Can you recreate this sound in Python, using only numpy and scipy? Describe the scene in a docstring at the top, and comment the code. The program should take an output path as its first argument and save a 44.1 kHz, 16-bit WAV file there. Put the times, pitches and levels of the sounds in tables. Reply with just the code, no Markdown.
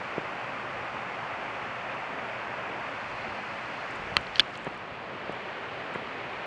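"""A path in a wooded gully, where a small waterfall and its stream rush, heard through a hand-held camera.
Churning water and ringing bubbles make the rush. The camera turns from the fall to look downstream,
and the water dulls as it passes the bank. The grip shifts: the plastic case sticks and slips in two
sharp clicks, fingers bump and rub it, and a few faint ticks come from dry leaves breaking underfoot."""
import sys
import numpy as np
from scipy import signal
from scipy.fft import rfft, irfft, next_fast_len
from scipy.io import wavfile
from scipy.ndimage import uniform_filter1d

SR = 44100
rng = np.random.default_rng(int(sys.argv[2]) if len(sys.argv) > 2 else 0)


def to_wav(s):
    """Save 16-bit WAV."""
    ch = np.atleast_2d(s).T  # columns
    pcm = np.round(np.clip(ch, -1, 1) * 32767)  # PCM
    wavfile.write(sys.argv[1], SR, pcm.astype(np.int16))


N = 284886


def amp(db):
    """Decibels to gain."""
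    return 10 ** (np.asarray(db) / 20)


def unit(x):
    """x at rms 1."""
    return x / np.sqrt(np.mean(x ** 2) + 1e-20)


def filtered(x, response):
    """x through an EQ given as gain against frequency."""
    size = next_fast_len(N + SR // 2)
    return irfft(rfft(x, size) * response(np.fft.rfftfreq(size, 1 / SR)), size)[:N]


def coloured(x, tone):
    """x through an EQ curve of (freq_hz, level_db) points, brought to rms 1."""
    freq_hz, level_db = np.transpose(tone)
    curve = lambda hz: amp(np.interp(np.log(hz + 1), np.log(freq_hz), level_db, left=-120, right=-120))
    return unit(filtered(x, curve))


def band_limited(x, low_hz, high_hz):
    """x through a steep low cut and high cut."""
    low_cut = signal.butter(4, low_hz, "high", fs=SR, output="sos")
    high_cut = signal.butter(4, min(high_hz, .45 * SR), fs=SR, output="sos")
    return signal.sosfilt(np.vstack([low_cut, high_cut]), x)


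def add(track, start_s, sound):
    """Mix a sound into the track."""
    room = track[round(start_s * SR):][:len(sound)]
    room += sound[:len(room)]


def swell(centre_s, half_width_s):
    """A bell-shaped fade in and out."""
    return np.exp(-((np.arange(N) / SR - centre_s) / half_width_s) ** 2)


def crackle(per_s):
    """Tiny impulses at random times and strengths."""
    return rng.standard_normal(N) * (rng.random(N) < per_s / SR)


def thud(centre_s, hz, width_cycles=0.4):
    """A soft contact: the body swings out and back once, with no sharp edge."""
    near = np.arange(round((centre_s - 2 / hz) * SR), round((centre_s + 2 / hz) * SR))
    cycles = (near / SR - centre_s) * hz
    out = np.zeros(N)
    out[near] = np.sin(2 * np.pi * cycles) * np.exp(-(cycles / width_cycles) ** 2)
    return out


# The crisp tone of a dry leaf cracking: freq_hz, level_db
LEAF_TONE = [(1500, -22), (3500, -2), (5500, 0), (7300, 8), (10000, -6), (12000, -19), (13500, -50)]
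def leaf_rustle():
    """Many tiny cracks swell and fade as a foot turns on the leaves."""
    return amp(-72.5) * swell(centre_s=4.6, half_width_s=.15) * coloured(crackle(per_s=900), LEAF_TONE)


# Single leaves breaking in the litter: start_s, level_db, crumble_t60_s
LEAF_BREAKS = [(3.9091, -44, .016), (3.9561, -45, .04), (4.2115, -45, 0.016), (4.5635, -52, .014),
               (4.5756, -36, 0.0071), (4.6467, -42, .014), (4.7455, -49, .01), (4.7765, -47, .014),
               (5.3228, -47, .018), (5.9405, -47, 0.055)]
def leaf_ticks(crumble_db=-15, attack_s=.0006):
    """A dry leaf breaks with one crisp crack, then crumbles briefly."""
    breaks, t = np.zeros(N), np.arange(SR // 10) / SR
    for start_s, level_db, t60_s in LEAF_BREAKS:
        envelope = np.exp(-np.log(1000) * t / t60_s) * (1 - np.exp(-t / attack_s))
        crumble = amp(crumble_db) * envelope * rng.standard_normal(len(t))
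        add(breaks, start_s, amp(level_db) * ((t == 0) + crumble))
    crack = coloured(np.arange(N) == SR // 200, LEAF_TONE)[:SR // 100]  # centred in 10 ms
    return signal.fftconvolve(breaks, crack / crack.max(), mode="same")


# The low tone of a hand on the case: freq_hz, level_db
GRIP_TONE = [(18, -13), (35, -3), (55, 4), (100, -7), (170, -12), (400, -36), (1000, -71)]
# The hand shifts its hold as a turn begins: centre_s, level_db, half_width_s
GRIP_SHIFTS = [(3.14, -52, .05), (4.15, -51.5, 0.19)]
def grip_rumble(resting_db=-69):
    """The hand rumbles faintly on the case, and swells when it shifts its hold."""
    shifts = sum(amp(db) * swell(centre_s, half_width_s) for centre_s, db, half_width_s in GRIP_SHIFTS)
    return (amp(resting_db) + shifts) * coloured(churn(patchy_db=1.0), GRIP_TONE)


# Gritty finger rubs: centre_s, level_db, half_width_s, pitch_hz
FINGER_RUBS = [(4.38, -46.5, 0.034, 3480), (4.548, -53, 0.013, 3400), (4.668, -38, 0.018, 1500),
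               (5.96, -39, 0.022, 1400)]
def finger_scuffs():
    """Skin drags over the case in a short crowd of tiny slips, a broad band around their pitch."""
    out = np.zeros(N)
    for centre_s, level_db, half_width_s, pitch_hz in FINGER_RUBS:
        grit = unit(band_limited(crackle(per_s=3000), pitch_hz / 2, pitch_hz * np.sqrt(2)))
        out += amp(level_db) * swell(centre_s, half_width_s) * grit
    return out


# Soft finger landings on the camera body: centre_s, level_db, pitch_hz
FINGER_LANDINGS = [(0.1822, -15, 380), (3.2900, -41, 70), (4.125, -30, 100), (4.6687, -19, 520),
                   (4.6761, -22, 300), (4.925, -36, 130), (5.2964, -19.5, 490), (5.9589, -19.5, 422)]
def finger_bumps(settle_s=0.00598, settle_db=-13.5, settle_ratio=0.46):
    """A finger lands on the body, then settles with a softer, lower thud."""
    out = np.zeros(N)
    for centre_s, level_db, pitch_hz in FINGER_LANDINGS:
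        settle = amp(settle_db) * thud(centre_s + settle_s, pitch_hz * settle_ratio)
        out += amp(level_db) * (thud(centre_s, pitch_hz) + settle)
    return out


# The short ring of the plastic case: pitch_hz, level_db, t60_s
CASE_MODES = [(1290, -13.5, 0.018), (2040, -8, 0.0077), (2710, -5.5, 0.0058), (3130, -7, 0.0098),
              (4300, 0.5, 0.0039), (5580, -6.5, .0075), (6700, -6, 0.0043)]
# Snaps of the case: start_s, gain_db, low_cut_hz, high_cut_hz, slip_count, pitch_ratio
CASE_SNAPS = [(4.1677, -2.5, 970, 16000, 1, 1.0), (4.2685, -28, 2800, 7000, 1, 0.99),
              (4.3576, -16, 2600, 8200, 1, 1.01), (4.367, -25, 1600, 3700, 1, 1.0),
              (4.383, -26, 2900, 7500, 1, 1.05), (4.3954, -7, 1900, 15000, 5, 1.104),
              (4.3960, 4, 1570, 1760, 1, 1.326), (4.4006, -7.5, 2400, 10000, 1, 1.07),
              (4.4040, -6, 2750, 9500, 1, .98), (4.555, -27.5, 2400, 4000, 1, 1.05),
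              (5.9516, -19, 900, 2200, 1, 0.75)]
def case_clicks(slips_per_s=3430, muffle_hz=4560, crack_db=-41.5, jolt_hz=360, sway_hz=89):
    """The plastic sticks and slips; each slip cracks and rings the case at a pitch set by the hold."""
    out, t = np.zeros(N), np.arange(SR // 25) / SR
    mode_hz, mode_db, t60_s = np.transpose(CASE_MODES)[:, :, None]
    decay = np.exp(-np.log(1000) * t / t60_s)
    for start_s, gain_db, low_cut_hz, high_cut_hz, slip_count, pitch_ratio in CASE_SNAPS:
        strength = amp(mode_db + rng.normal(0, 0.3, mode_hz.shape))
        modes = strength * np.sin(2 * np.pi * mode_hz * pitch_ratio * t) * decay
        # the hand muffles the ring; the bare crack stays bright
        muffle = signal.butter(8, muffle_hz * pitch_ratio, fs=SR, output="sos")
        ring = signal.sosfilt(muffle, modes.sum(axis=0))
        slip = band_limited(ring + amp(crack_db) * (t == 0), low_cut_hz, high_cut_hz)
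        for k in range(slip_count):
            add(out, start_s + k / slips_per_s, amp(gain_db) * slip)
        if low_cut_hz < high_cut_hz / 2:  # broad snaps also jolt the body and sway it in the hand
            out += amp(gain_db - 21.5) * thud(start_s + 0.5 / jolt_hz, jolt_hz)
            out += amp(gain_db - 28.5) * thud(start_s + 0.5 / sway_hz, sway_hz)
    return out


# The pan from the fall, past the bank, to downstream: time_s, heading_deg
CAMERA_PAN = [(0, 19), (.7, 3), (2.7, -11), (3.3, 42), (3.8, 37), (4.3, 92), (4.9, 138), (5.35, 178),
              (6.46, 194)]
def heading():
    """Where the camera points at each sample, in degrees."""
    time_s, heading_deg = np.transpose(CAMERA_PAN)
    return np.interp(np.arange(N) / SR, time_s, heading_deg)


def facing(bearing_deg, width_deg):
    """1 while the camera points along the bearing, falling to 0 on either side."""
    return np.exp(-((heading() - bearing_deg) / width_deg) ** 2)


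def pickup(level_db, aim_deg, behind_cut_db, bank_cut_db):
    """Gain of a steady source, shifting as the camera turns off aim_deg or faces the overgrown bank."""
    away = (1 - np.cos(np.radians(heading() - aim_deg))) / 2
    at_bank = facing(bearing_deg=138, width_deg=38)
    return amp(level_db - behind_cut_db * away - bank_cut_db * at_bank)


def churn(patchy_db):
    """Turbulent noise whose level varies in patches of time and pitch."""
    spectrum = signal.stft(rng.standard_normal(N), nperseg=512)[2]
    patches = uniform_filter1d(rng.standard_normal(spectrum.shape), size=5, axis=0)  # across pitch
    patches = uniform_filter1d(patches, size=12, axis=1)  # across time
    return unit(signal.istft(spectrum * amp(patchy_db * unit(patches)), nperseg=512)[1][:N])


def bubbles(count, low_hz, high_hz, ring_cycles, spread_db, rise):
    """Air pockets ring briefly, rising in pitch as they near the surface."""
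    when, smallness, strength = rng.random((count, 3)).T
    pitch_hz = low_hz * (high_hz / low_hz) ** smallness
    samples = np.arange(SR // 50)
    cycles = pitch_hz[:, None] * samples / SR
    age = np.minimum(cycles / ring_cycles, 2)
    envelope = np.exp(-np.log(100) * age) * (1 - np.exp(-2 * cycles))
    ring = np.sin(2 * np.pi * cycles * (1 + rise * age / 2)) * envelope
    # most are weak, a few stand out; small ones ring for less time, so they start louder
    gain = amp(-spread_db * np.log(np.maximum(1 - strength, .01))) * pitch_hz / low_hz
    positions = (when * N).astype(int)[:, None] + samples
    return unit(np.bincount(positions.ravel(), (gain[:, None] * ring).ravel(), N)[:N])


# Tones of the water that depend most on the aim: freq_hz, level_db
SHEEN_TONE = [(3700, -27), (4100, 0), (4400, -4), (4750, -7), (5400, -23)]  # thin, bright sheen of the fall
BOOM_TONE = [(75, -21), (100, -6), (120, 6), (135, -4.5), (165, -26)]  # boom of the plunge pool
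TRICKLE_TONE = [(250, -11), (380, 11), (530, 11), (800, 1), (2300, -10), (2950, 1.5), (3600, -4.5),
                (4200, -8), (4900, -16), (5800, -32)]  # the stream running away below
def water_ahead():
    """Whichever water lies in front of the microphone adds its own colour."""
    sheen = coloured(churn(patchy_db=1.2), SHEEN_TONE)
    boom = coloured(churn(patchy_db=0), BOOM_TONE)
    trickle = coloured(rng.standard_normal(N), TRICKLE_TONE)
    just_past_fall = facing(bearing_deg=33, width_deg=18)
    return (sheen * amp(-68 + 7.5 * just_past_fall)
            + boom * pickup(level_db=-57.5, aim_deg=-22, behind_cut_db=16, bank_cut_db=-1)
            + trickle * pickup(level_db=-46, aim_deg=170, behind_cut_db=16.5, bank_cut_db=4))


# The four layers of the rush, from low body to airy top: freq_hz, level_db
PLUNGE_TONE = [(20, -38), (40, -15), (60, -10.5), (90, -6.5), (125, -1.5), (160, -3), (220, -1), (320, -3),
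               (430, -1.5), (600, -4.5), (1200, -55)]
BABBLE_TONE = [(250, -26), (430, -13), (550, -1.5), (730, 0.5), (950, -0.5), (1250, -1.5), (1600, -9.5),
               (2600, -49)]
SPLASH_TONE = [(800, -26), (1250, -3.5), (1550, -1), (2000, -1), (2550, -3), (2900, -8), (3300, -14.5),
               (3800, -21), (5500, -56)]
SPRAY_TONE = [(2500, -25), (3500, 0), (3900, -5.5), (4400, -1), (5400, -5.5), (7000, -11.5), (8500, -18),
              (10300, -28), (12000, -35), (13000, -44), (15500, -49)]
def waterfall():
    """The fall drums in its pool, the stream babbles over stones, drops splash and spray hisses."""
    gurgle = bubbles(count=3000, low_hz=400, high_hz=1588, ring_cycles=14.6, spread_db=1.5, rise=0.082)
    drops = bubbles(count=5000, low_hz=1193, high_hz=3820, ring_cycles=16.6, spread_db=2.5, rise=0.16)
    plunge = coloured(churn(patchy_db=1.35), PLUNGE_TONE)
    babble = coloured(churn(patchy_db=0.24) + amp(-17) * gurgle, BABBLE_TONE)
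    splash = coloured(churn(patchy_db=0.16) + amp(-15.5) * drops, SPLASH_TONE)
    spray = coloured(rng.standard_normal(N), SPRAY_TONE)
    return (plunge * pickup(level_db=-46, aim_deg=0, behind_cut_db=-0.4, bank_cut_db=1.3)
            + babble * pickup(level_db=-37, aim_deg=-58.5, behind_cut_db=5, bank_cut_db=1.4)
            + splash * pickup(level_db=-40, aim_deg=0, behind_cut_db=0.8, bank_cut_db=4)
            + spray * pickup(level_db=-58.5, aim_deg=73, behind_cut_db=4.5, bank_cut_db=5.5))


def scene():
    """Water all around, leaves underfoot and handling noise right at the microphone, in mono."""
    handling = case_clicks() + finger_bumps() + finger_scuffs() + grip_rumble()
    return (waterfall() + water_ahead() + leaf_ticks() + leaf_rustle() + handling)[None]


def record(dry, bass_hz=30, treble_hz=11900, band_limit_hz=15800):
    """The camera rounds off the highest peaks and loses the deep bass and top treble."""
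    rounded = dry[0] / (1 + np.abs(dry[0] / .95) ** 5) ** (1 / 5)
    low_cut = lambda hz: hz ** 2 / (hz ** 2 + bass_hz ** 2)
    high_cut = lambda hz: 1 / np.sqrt(1 + (hz / treble_hz) ** 14)
    return filtered(rounded, lambda hz: low_cut(hz) * high_cut(hz) * (hz < band_limit_hz))[None]


dry = scene()
out = record(dry)
to_wav(out)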